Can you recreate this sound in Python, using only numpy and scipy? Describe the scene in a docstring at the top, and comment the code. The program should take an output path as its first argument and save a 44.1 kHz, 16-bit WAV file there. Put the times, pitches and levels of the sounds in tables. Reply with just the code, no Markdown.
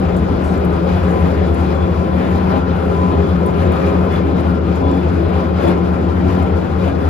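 """A diesel fires evenly under the open deck of a ship under way, among blower hum, droning ducts and wind.
Exhaust roar and wash are coloured noise that swells in short surges and sets hull and pipes singing.
A low whine of the blower wavers as a tone; higher whines are narrow bands of noise. A loose metal
fitting rings its modes when knocked; wind is lumpy low noise. All reaches a microphone with two ports,
which share sounds to a degree that depends on pitch.
"""
import sys
import numpy as np
from scipy import signal
from scipy.fft import rfft, irfft, next_fast_len
from scipy.io import wavfile

SR = 44100
rng = np.random.default_rng(int(sys.argv[2]) if len(sys.argv) > 2 else 0)


def generate_wav(sig):
    """Save sig (samples, or channels by samples) to the path in sys.argv[1] as 16-bit PCM at SR."""
    pcm = np.round(np.clip(np.atleast_2d(sig).T, -1, 1) * 32767).astype(np.int16)
    wavfile.write(sys.argv[1], SR, pcm)


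N = 312669   # length in samples
# All levels in dB are relative: trims, port gaps and the microphone's gain come on top.


def amp(db):
    """dB to gain."""
    return 10 ** (np.asarray(db) / 20)


def rms_one(x):
    """Scale to rms 1."""
    return x / np.sqrt(np.mean(x ** 2) + 1e-20)


def in_time(rows):
    """Columns of a curve in time, one value a sample."""
    start_s, *columns = np.transpose(rows)
    return [np.interp(np.arange(N) / SR, start_s, column) for column in columns]


def at_hz(rows, hz):
    """Columns of a spectrum table, read on a log-frequency axis."""
    table_hz, *columns = np.transpose(rows)
    return [np.interp(np.log(hz + 1), np.log(table_hz), column) for column in columns]


def drift(rate_hz):
    """Slow random wander of spread 1: noise at every 40th sample, twice low-passed."""
    r = np.exp(-80 * np.pi * rate_hz / SR)
    noise = rng.standard_normal(N // 40 + 2002)
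    slow = signal.lfilter([1], [1, -2 * r, r * r], noise)[2000:]   # drop the run-in
    return np.interp(np.arange(N) / 40, np.arange(len(slow)), rms_one(slow - slow.mean()))


def turns(hz):
    """Running phase in radians of a frequency curve, from a random start."""
    return 2 * np.pi * (np.cumsum(hz) / SR + rng.random())


def band_noise(noise, low_hz, high_hz):
    """Noise through a gentle band-pass."""
    return signal.sosfilt(signal.butter(2, [low_hz, high_hz], "band", fs=SR, output="sos"), noise)


# The microphone's two ports: pitch_hz, likeness (0-1), left_over_right_db
PORT_MATCH = [(40, 0.8, 0.5), (120, 0.7, 6), (213, 0.63, 3.5), (293, 0.77, 1.5), (387, 0.32, 3),
              (540, 0.58, 5), (975, 0.42, 5.5), (1500, 0.02, 5.5), (1830, 0.24, 4), (2440, 0.37, 6.5),
              (3800, 1, 4), (4500, 0.02, 8), (5460, 0.2, 9.5), (7550, 0.7, -0.5), (7600, 1, 3.5),
              (9570, 1, -1.5), (10800, 0.02, 2), (12600, 0.7, -1.5)]
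# Phase between the ports: pitch_hz, left_lead_rad
PORT_LEAD = [(0, 0), (260, 0.3), (690, 2.0), (950, 2.3), (1550, 2.5), (1810, -0.4), (2150, 0.2),
             (2500, 0.7), (3620, 1.2), (4390, 1.1), (4650, 1.3), (5340, 0.8), (5680, -1.4), (7240, -1.9),
             (7670, -3.0), (9560, -3.3), (11600, -5.3), (12000, -6.0), (12500, -6.3), (14600, -6.3)]


def ports(direct, field):
    """The right port hears direct sound shifted in phase and level, and shares only part of the noise field."""
    size = next_fast_len(N + 4096)
    hz = np.arange(size // 2 + 1) * SR / size
    alike, gap_db = at_hz(PORT_MATCH, hz)
    alike = np.clip(alike, 0, 1)
    lead_rad = np.interp(hz, *np.transpose(PORT_LEAD))
    near, far = rfft(field, size)
    shared = np.exp(-1j * lead_rad) * (rfft(direct, size) + alike * near)
    right = amp(-gap_db) * (shared + np.sqrt(1 - alike ** 2) * far)
    return np.array([direct + field[0], irfft(right, size)[:N]])


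ROAR_DB = -26   # at the mean surge
# Roar below this pitch follows the rumble curve, by this share
RUMBLE_TOP_HZ, RUMBLE_FOLLOWS = 760, 0.82
SURGE_FLICKER_DB, SPRAY_FLICKER_DB, FLICKER_RATE_HZ = 0.55, 1.1, 15
# Surges of exhaust and wash, used as swings about the mean: start_s, upper_middle_db, treble_spray_db
SURGES = [(0.0, -40, -63), (0.86, -39.5, -62), (0.95, -37.5, -59.5), (1.06, -38.5, -62),
          (1.13, -39.5, -59.5), (1.3, -39, -60.5), (1.45, -39.5, -62.5), (1.54, -40.5, -62.5),
          (1.62, -39, -62.5), (2.13, -41.5, -63.5), (2.22, -37, -60.5), (2.4, -40, -61.5),
          (2.51, -37.5, -59.5), (2.66, -40, -65.5), (2.95, -39.5, -60), (3.27, -39.5, -63.5),
          (3.37, -39.5, -63.5), (3.52, -41, -63.5), (3.6, -39, -60), (3.69, -38, -63), (3.77, -37, -61),
          (3.88, -38, -60.5), (4.05, -40, -62), (4.14, -36, -59), (4.23, -40, -64.5), (4.51, -39.5, -63),
          (4.6, -42.5, -68), (4.77, -40, -62), (5.3, -39.5, -63.5), (5.37, -38.5, -63), (5.45, -39.5, -64),
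          (5.54, -41.5, -65), (5.6, -37, -60.5), (5.71, -36, -57), (5.76, -39, -64), (6.05, -41, -64.5),
          (6.25, -40.5, -63.5), (6.33, -38.5, -59.5), (6.45, -40, -62.5), (6.78, -41.5, -63.5),
          (6.88, -38.5, -59), (6.96, -42, -65), (7.02, -40, -61.5)]
# Rumble in the low middle, used as swings about the mean: start_s, level_db
RUMBLE_CURVE = [(0.0, -22.5), (1.0, -22), (1.15, -20), (1.33, -21), (1.51, -23), (2.32, -22), (2.41, -25.5),
                (2.51, -18), (2.63, -25), (3.16, -19.5), (3.38, -24.5), (3.42, -19), (3.61, -24),
                (3.63, -18.5), (3.83, -20), (4.77, -23.5), (4.93, -18), (4.97, -22), (5.52, -21.5),
                (5.54, -27.5), (5.65, -15), (5.77, -22), (6.18, -24), (6.24, -20), (6.81, -25),
                (6.87, -21.5), (6.99, -22.5), (7.05, -22)]


def surges():
    """Swell of the upper middle, and the levels of rumble and spray; one fast flicker moves surge and spray."""
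    surge_db, spray_db = in_time(SURGES)
    flicker = drift(FLICKER_RATE_HZ)
    surge_db = surge_db - surge_db.mean() + SURGE_FLICKER_DB * flicker
    spray_db = spray_db + SPRAY_FLICKER_DB * flicker
    rumble_db, = in_time(RUMBLE_CURVE)
    rumble_db = ROAR_DB + RUMBLE_FOLLOWS * (rumble_db - rumble_db.mean())
    return surge_db, rumble_db, spray_db


# Colour of the exhaust and wash roar: pitch_hz, density_db (per Hz)
ROAR_COLOUR = [(25, -35), (60, -5), (130, -1), (210, 2.5), (290, -6), (420, -1.5), (800, -6.5),
               (1400, -16.5), (2000, -22.5), (5300, -37.5), (5500, -42.5), (7500, -45.5), (9800, -47),
               (11500, -51), (12600, -55.5), (13800, -65), (15000, -70.5)]


def roar(roar_db, rumble_db, spray_db):
    """Two unrelated noise fields in half-octave bands: bass steady, middle surging, top following the spray."""
    mean_db = roar_db.mean()
    out, edges_hz = 0, 24 * 2 ** np.arange(0, 9.6, .5)
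    white = rng.standard_normal((2, 2, N))   # neighbouring bands take different noise
    for k, (low, high) in enumerate(zip(edges_hz, edges_hz[1:])):
        band = band_noise(white[k % 2], low, high)
        reach = np.clip(np.log2(low / 110) / 1.8, 0, 1.2)   # how far surges move this band
        spray = np.clip(np.log2(low / 2800) / 1.8, 0, 1)   # share of the spray in this band
        middle_db = rumble_db if low < RUMBLE_TOP_HZ else roar_db
        swell_db = (1 - spray) * (middle_db - mean_db) + spray * (spray_db - spray_db.mean())
        out = out + amp(reach * swell_db + 1.47 * drift(11.2)) * band
    size = next_fast_len(N)
    colour = amp(at_hz(ROAR_COLOUR, np.arange(size // 2 + 1) * SR / size)[0])
    coloured = irfft(rfft(out, size) * colour, size)[:, :N]
    return amp(mean_db + 6.5) * rms_one(coloured)


def singing(modes, level_db):
    """Two fields of noise go twice through each narrow resonance; each resonance flickers on its own."""
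    out, white = 0, rng.standard_normal((2, N + SR))   # one second of run-in
    for hz, width_hz, db, right_db in modes:
        r = np.exp(-np.pi * width_hz / SR)
        poles = [1, -2 * r * np.cos(2 * np.pi * hz / SR), r * r]
        once = signal.lfilter([1, 0, -1], poles, white)
        tone = signal.lfilter([1, 0, -1], poles, once)[:, SR:]
        flicker = amp(2.2 * drift(3))
        heard = ports(np.zeros(N), rms_one(tone)) * amp([[0], [right_db]])
        out = out + amp(db) * flicker * heard
    return amp(level_db) * out


# Hull and pipe resonances: pitch_hz, width_hz (of one pass), level_db (against the roar),
# right_db (on top of the port gap)
HULL_AND_PIPES = [(192, 10, -7, 0), (204, 14, -10, 0.5), (238, 12, -8, 0), (254, 16, -3, -3),
                  (271, 16, -2, 0), (336, 16, -1, -3), (362, 20, -3, -2), (405, 34, -3, 4),
                  (445, 28, -4, -2), (526, 15, -6.5, 0.5), (541, 13, -7, 0.5), (640, 32, -14, -1.5),
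                  (686, 14, -14, 2), (780, 45, -8.5, -1), (1022, 50, -13, 0), (1097, 26, -16, 0),
                  (1250, 110, -11.5, 1.5), (1355, 80, -10.5, -2), (1445, 48, -17, -0.5),
                  (1615, 40, -21.5, -1.5), (14500, 300, -55.5, -0.5)]


def hull_and_pipes(roar_db, rumble_db):
    """Resonances set singing by the roar: the low ones swell with the rumble, the others with the surge."""
    low = [mode for mode in HULL_AND_PIPES if mode[0] < RUMBLE_TOP_HZ]
    high = [mode for mode in HULL_AND_PIPES if mode[0] >= RUMBLE_TOP_HZ]
    return singing(low, rumble_db) + singing(high, roar_db)


# Wind on the microphone: start_s, level_db
WIND_CURVE = [(0.0, -15), (0.85, -25), (1.12, -21), (1.3, -34), (2.29, -41), (2.63, -35), (4.0, -41),
              (6.5, -49.5), (7.09, -44)]


def wind():
    """Low lumpy buffeting, mostly shared by both ports and stronger at the left."""
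    level_db, = in_time(WIND_CURVE)
    shared, own = rng.standard_normal(N), rng.standard_normal((2, N))
    lumps = band_noise(shared + 0.16 * own, 44, 72)
    return amp(level_db - 11.5) * rms_one(lumps) * amp([[1.5], [-1.5]])


# Brief airy puffs straight ahead: start_s, decay_s (Gaussian width), level_db
PUFF_TIMES = [(.16, 0.024, -53), (.435, 0.071, -51.5), (.72, 0.035, -58), (1.03, 0.021, -57),
              (1.575, 0.083, -59)]


def puffs():
    """Bright noise that rises in about 5 ms and fades as a bell curve, the same at both ports."""
    t = np.arange(N) / SR
    shape = 0
    for start_s, decay_s, db in PUFF_TIMES:
        rise = np.clip((t - start_s) / 0.0051, 0, 1)
        fade = np.exp(-(np.maximum(t - start_s, 0) / decay_s) ** 2 / 2)
        shape = shape + amp(db) * rise * fade
    return shape * rms_one(band_noise(rng.standard_normal(N), 3900, 10000))


def ducts(tones, level_db):
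    """Air columns whose pitch and level waver with the flow."""
    flutters = amp([1.3 * drift(3) for _ in tones])
    drone = 0
    for flutter, (hz, spread_hz, db) in zip(flutters, tones):
        drone = drone + amp(db) * flutter * np.sin(turns(hz + spread_hz * drift(3.74)))
    return amp(level_db) * drone


BLOWER_HZ = 91.4
# Tones of the blower blades: pitch_multiple, level_db
BLADES = [(1, -6), (2, 1), (3, -18), (4, -15), (6, -21), (7, -20)]


def blower(level_db):
    """Blade tones on one pitch that turbulence pushes about; each tone flutters in level on its own."""
    phase = turns(BLOWER_HZ * (1 + 0.00648 * drift(3.71)))
    hum = 0
    for multiple, db in BLADES:
        flutter = amp(db + 1.5 * drift(2.6))
        hum = hum + flutter * np.sin(multiple * phase + 2 * np.pi * rng.random())
    return amp(level_db + 4.5) * hum


# Ventilation: start_s, blower_db, low_duct_db, high_duct_db
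VENTILATION = [(0.0, -27.5, -30, -14.5), (0.29, -24.5, -20, -33.5), (0.75, -27, -36, -17),
               (1.0, -21.5, -22, -23), (1.2, -27, -20.5, -15.5), (1.64, -25, -26.5, -31.5),
               (2.0, -24.5, -22, -22), (2.47, -19.5, -27, -33), (2.76, -28, -30, -25.5),
               (3.2, -23.5, -18.5, -19.5), (3.35, -23, -32, -17), (3.55, -29.5, -19, -22),
               (4.03, -20.5, -22, -29), (4.23, -25, -35.5, -24.5), (4.4, -23.5, -33.5, -22),
               (4.8, -28, -27, -21.5), (5.1, -25, -22, -30.5), (5.5, -25.5, -23.5, -24.5),
               (5.7, -23.5, -33, -21.5), (6.0, -28.5, -27, -20), (6.4, -19.5, -22, -31),
               (6.61, -31, -19, -22), (6.85, -19, -25, -34), (7.05, -39.5, -18, -23)]
# Duct tones, a low and a high pair: pitch_hz, pitch_spread_hz, level_db (against their curve)
LOW_DUCTS = [(84.7, 1.35, -0.5), (88.57, 1.453, 1)]
HIGH_DUCTS = [(171.1, 1.5, -2.5), (176.8, 1.0, -0.5)]


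def ventilation():
    """Blower hum and the two pairs of droning ducts, each on its own level curve."""
    blower_db, low_db, high_db = in_time(VENTILATION)
    return blower(blower_db) + ducts(LOW_DUCTS, low_db) + ducts(HIGH_DUCTS, high_db)


# High whines: pitch_hz, width_hz (of one pass), level_db, right_db (on top of the port gap)
HIGH_WHINE_MODES = [(2138, 70, -4, -1.5), (2405, 110, -0.5, -0.5), (2505, 75, -2, -1.5),
                    (2890, 50, -11, -1), (3120, 50, -11, -1), (4830, 60, -16, 6)]


def high_whines(surge_db):
    """Narrow bands of noise that swell 1.4 times as far in dB as the surge."""
    return singing(HIGH_WHINE_MODES, -48 + 1.4 * surge_db)


# The shrill whine comes and goes: start_s, level_db
SHRILL_CURVE = [(0.0, -54), (0.9, -55), (0.98, -45), (1.1, -54), (1.7, -54), (1.82, -45), (1.95, -55),
                (2.5, -50), (3.16, -53), (3.28, -41), (3.4, -58), (4.04, -53), (4.16, -42), (4.24, -53),
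                (4.67, -57), (4.97, -47), (5.1, -53), (5.32, -48), (5.52, -58), (5.6, -44), (5.7, -41),
                (5.76, -55), (7.05, -55)]
# Its resonance: pitch_hz, width_hz (of one pass), level_db, right_db (on top of the port gap)
SHRILL_MODE = [(3436, 75, -3.5, -.5)]


def shrill_whine():
    """One narrow band of noise on its own level curve."""
    return singing(SHRILL_MODE, *in_time(SHRILL_CURVE))


# The low whine comes and goes: start_s, level_db
LOW_WHINE_CURVE = [(0.02, -45), (0.17, -42), (0.72, -44), (1.17, -34), (1.39, -43.5), (2.15, -37.5),
                   (2.33, -33), (2.44, -44), (2.56, -31), (2.77, -53), (2.99, -27), (3.23, -42),
                   (3.37, -44), (3.48, -29.5), (3.62, -42.5), (4.73, -46.5), (4.87, -27.5), (4.98, -47),
                   (5.3, -42), (5.41, -32), (5.55, -46), (6.34, -43.5), (6.41, -32), (6.51, -54),
                   (7.04, -47)]


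def low_whine():
    """A high harmonic of the blower that wavers in pitch and flutters in level."""
    level_db, = in_time(LOW_WHINE_CURVE)
    flutter = amp(3 * drift(11))
    pitch_hz = 1010 * (1 + .007 * drift(6.0))
    return amp(level_db + 7.0) * flutter * np.sin(turns(pitch_hz))


# Modes of the loose fitting: pitch_hz, t60_s, touch_db (faint touches)
FITTING_MODES = [(8753, .05, -57), (7250, .014, -66), (11780, .035, -66), (10400, .004, -64)]
# Knocks on it: start_s, first_mode_db, second_mode_db
FITTING_KNOCKS = [(0.168, -39, -40), (0.578, -53, -39), (0.649, -37, -55), (1.204, -44, -52),
                  (1.545, -37, -44), (1.751, -50, -41), (2.359, -47, -44), (3.462, -32, -58),
                  (3.721, -39, -40), (4.408, -42, -46), (4.759, -52, -38), (4.915, -51, -39),
                  (5.683, -40, -36), (6.427, -48, -38)]


def fitting():
    """Knocks and faint random touches ring metal modes that die away exponentially."""
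    start_s, first_db, second_db = np.transpose(FITTING_KNOCKS)
    at = (start_s * SR).astype(int)
    top_db = first_db - 13 + 4.0 * rng.standard_normal(len(at))
    crack_db = second_db - 3.0   # the shortest mode
    touches = rng.random(N) < 45.0 / SR   # 45 a second on average
    out = np.zeros(N)
    for peak_db, (hz, t60_s, touch_db) in zip([first_db, second_db, top_db, crack_db], FITTING_MODES):
        clicks = touches * amp(touch_db + 2.3 * rng.standard_normal(N)) + 1e-18
        clicks[at] += amp(peak_db)
        r, w = amp(-60 / (t60_s * SR)), 2 * np.pi * hz / SR
        out += signal.lfilter([0, np.sin(w)], [1, -2 * r * np.cos(w), r * r], clicks)
    return out


CYLINDERS = 12
# Main engine: start_s, firing_hz, level_db
ENGINE_CURVE = [(0, 77.64, -23), (1.5, 77.37, -20.5), (2.4, 78, -23.5), (3.5, 78.03, -22),
                (5.2, 78.27, -21.5), (7.09, 78.33, -23.5)]
# Engine lines: cycle_multiple (of the cylinder cycle), level_db (against the engine curve)
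ENGINE_LINES = [(9, -22.5), (10, -21), (11, -24.5), (12, -1), (15, -16.5), (18, -18), (24, -11.5)]


def engine():
    """Evenly firing cylinders: a clean firing line, its octave and weak lines from unequal cylinders."""
    firing_hz, level_db = in_time(ENGINE_CURVE)
    lines = 0
    for multiple, db in ENGINE_LINES:
        flutter = amp(db + 1.0 * drift(5.0))
        lines = lines + flutter * np.sin(turns(firing_hz * multiple / CYLINDERS))
    return np.sqrt(2) * amp(level_db + 3.0) * lines


def scene():
    """Machines, noise field and wind at the two ports; the surge drives roar, resonances and high whines."""
    surge_db, rumble_db, spray_db = surges()
    roar_db = ROAR_DB + surge_db
    machines = engine() + ventilation() + low_whine() + fitting()
    heard = ports(machines, roar(roar_db, rumble_db, spray_db))
    tones = hull_and_pipes(roar_db, rumble_db) + shrill_whine() + high_whines(surge_db)
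    return heard + tones + puffs() + wind()


def record(dry):
    """The microphone rounds the peaks and cuts the top steeply above 15050 Hz."""
    rounded = 1.697 * np.tanh(dry / 1.32)
    return signal.sosfilt(signal.ellip(10, 1, 70, 15050, fs=SR, output="sos"), rounded)


dry = scene()
out = record(dry)
generate_wav(out)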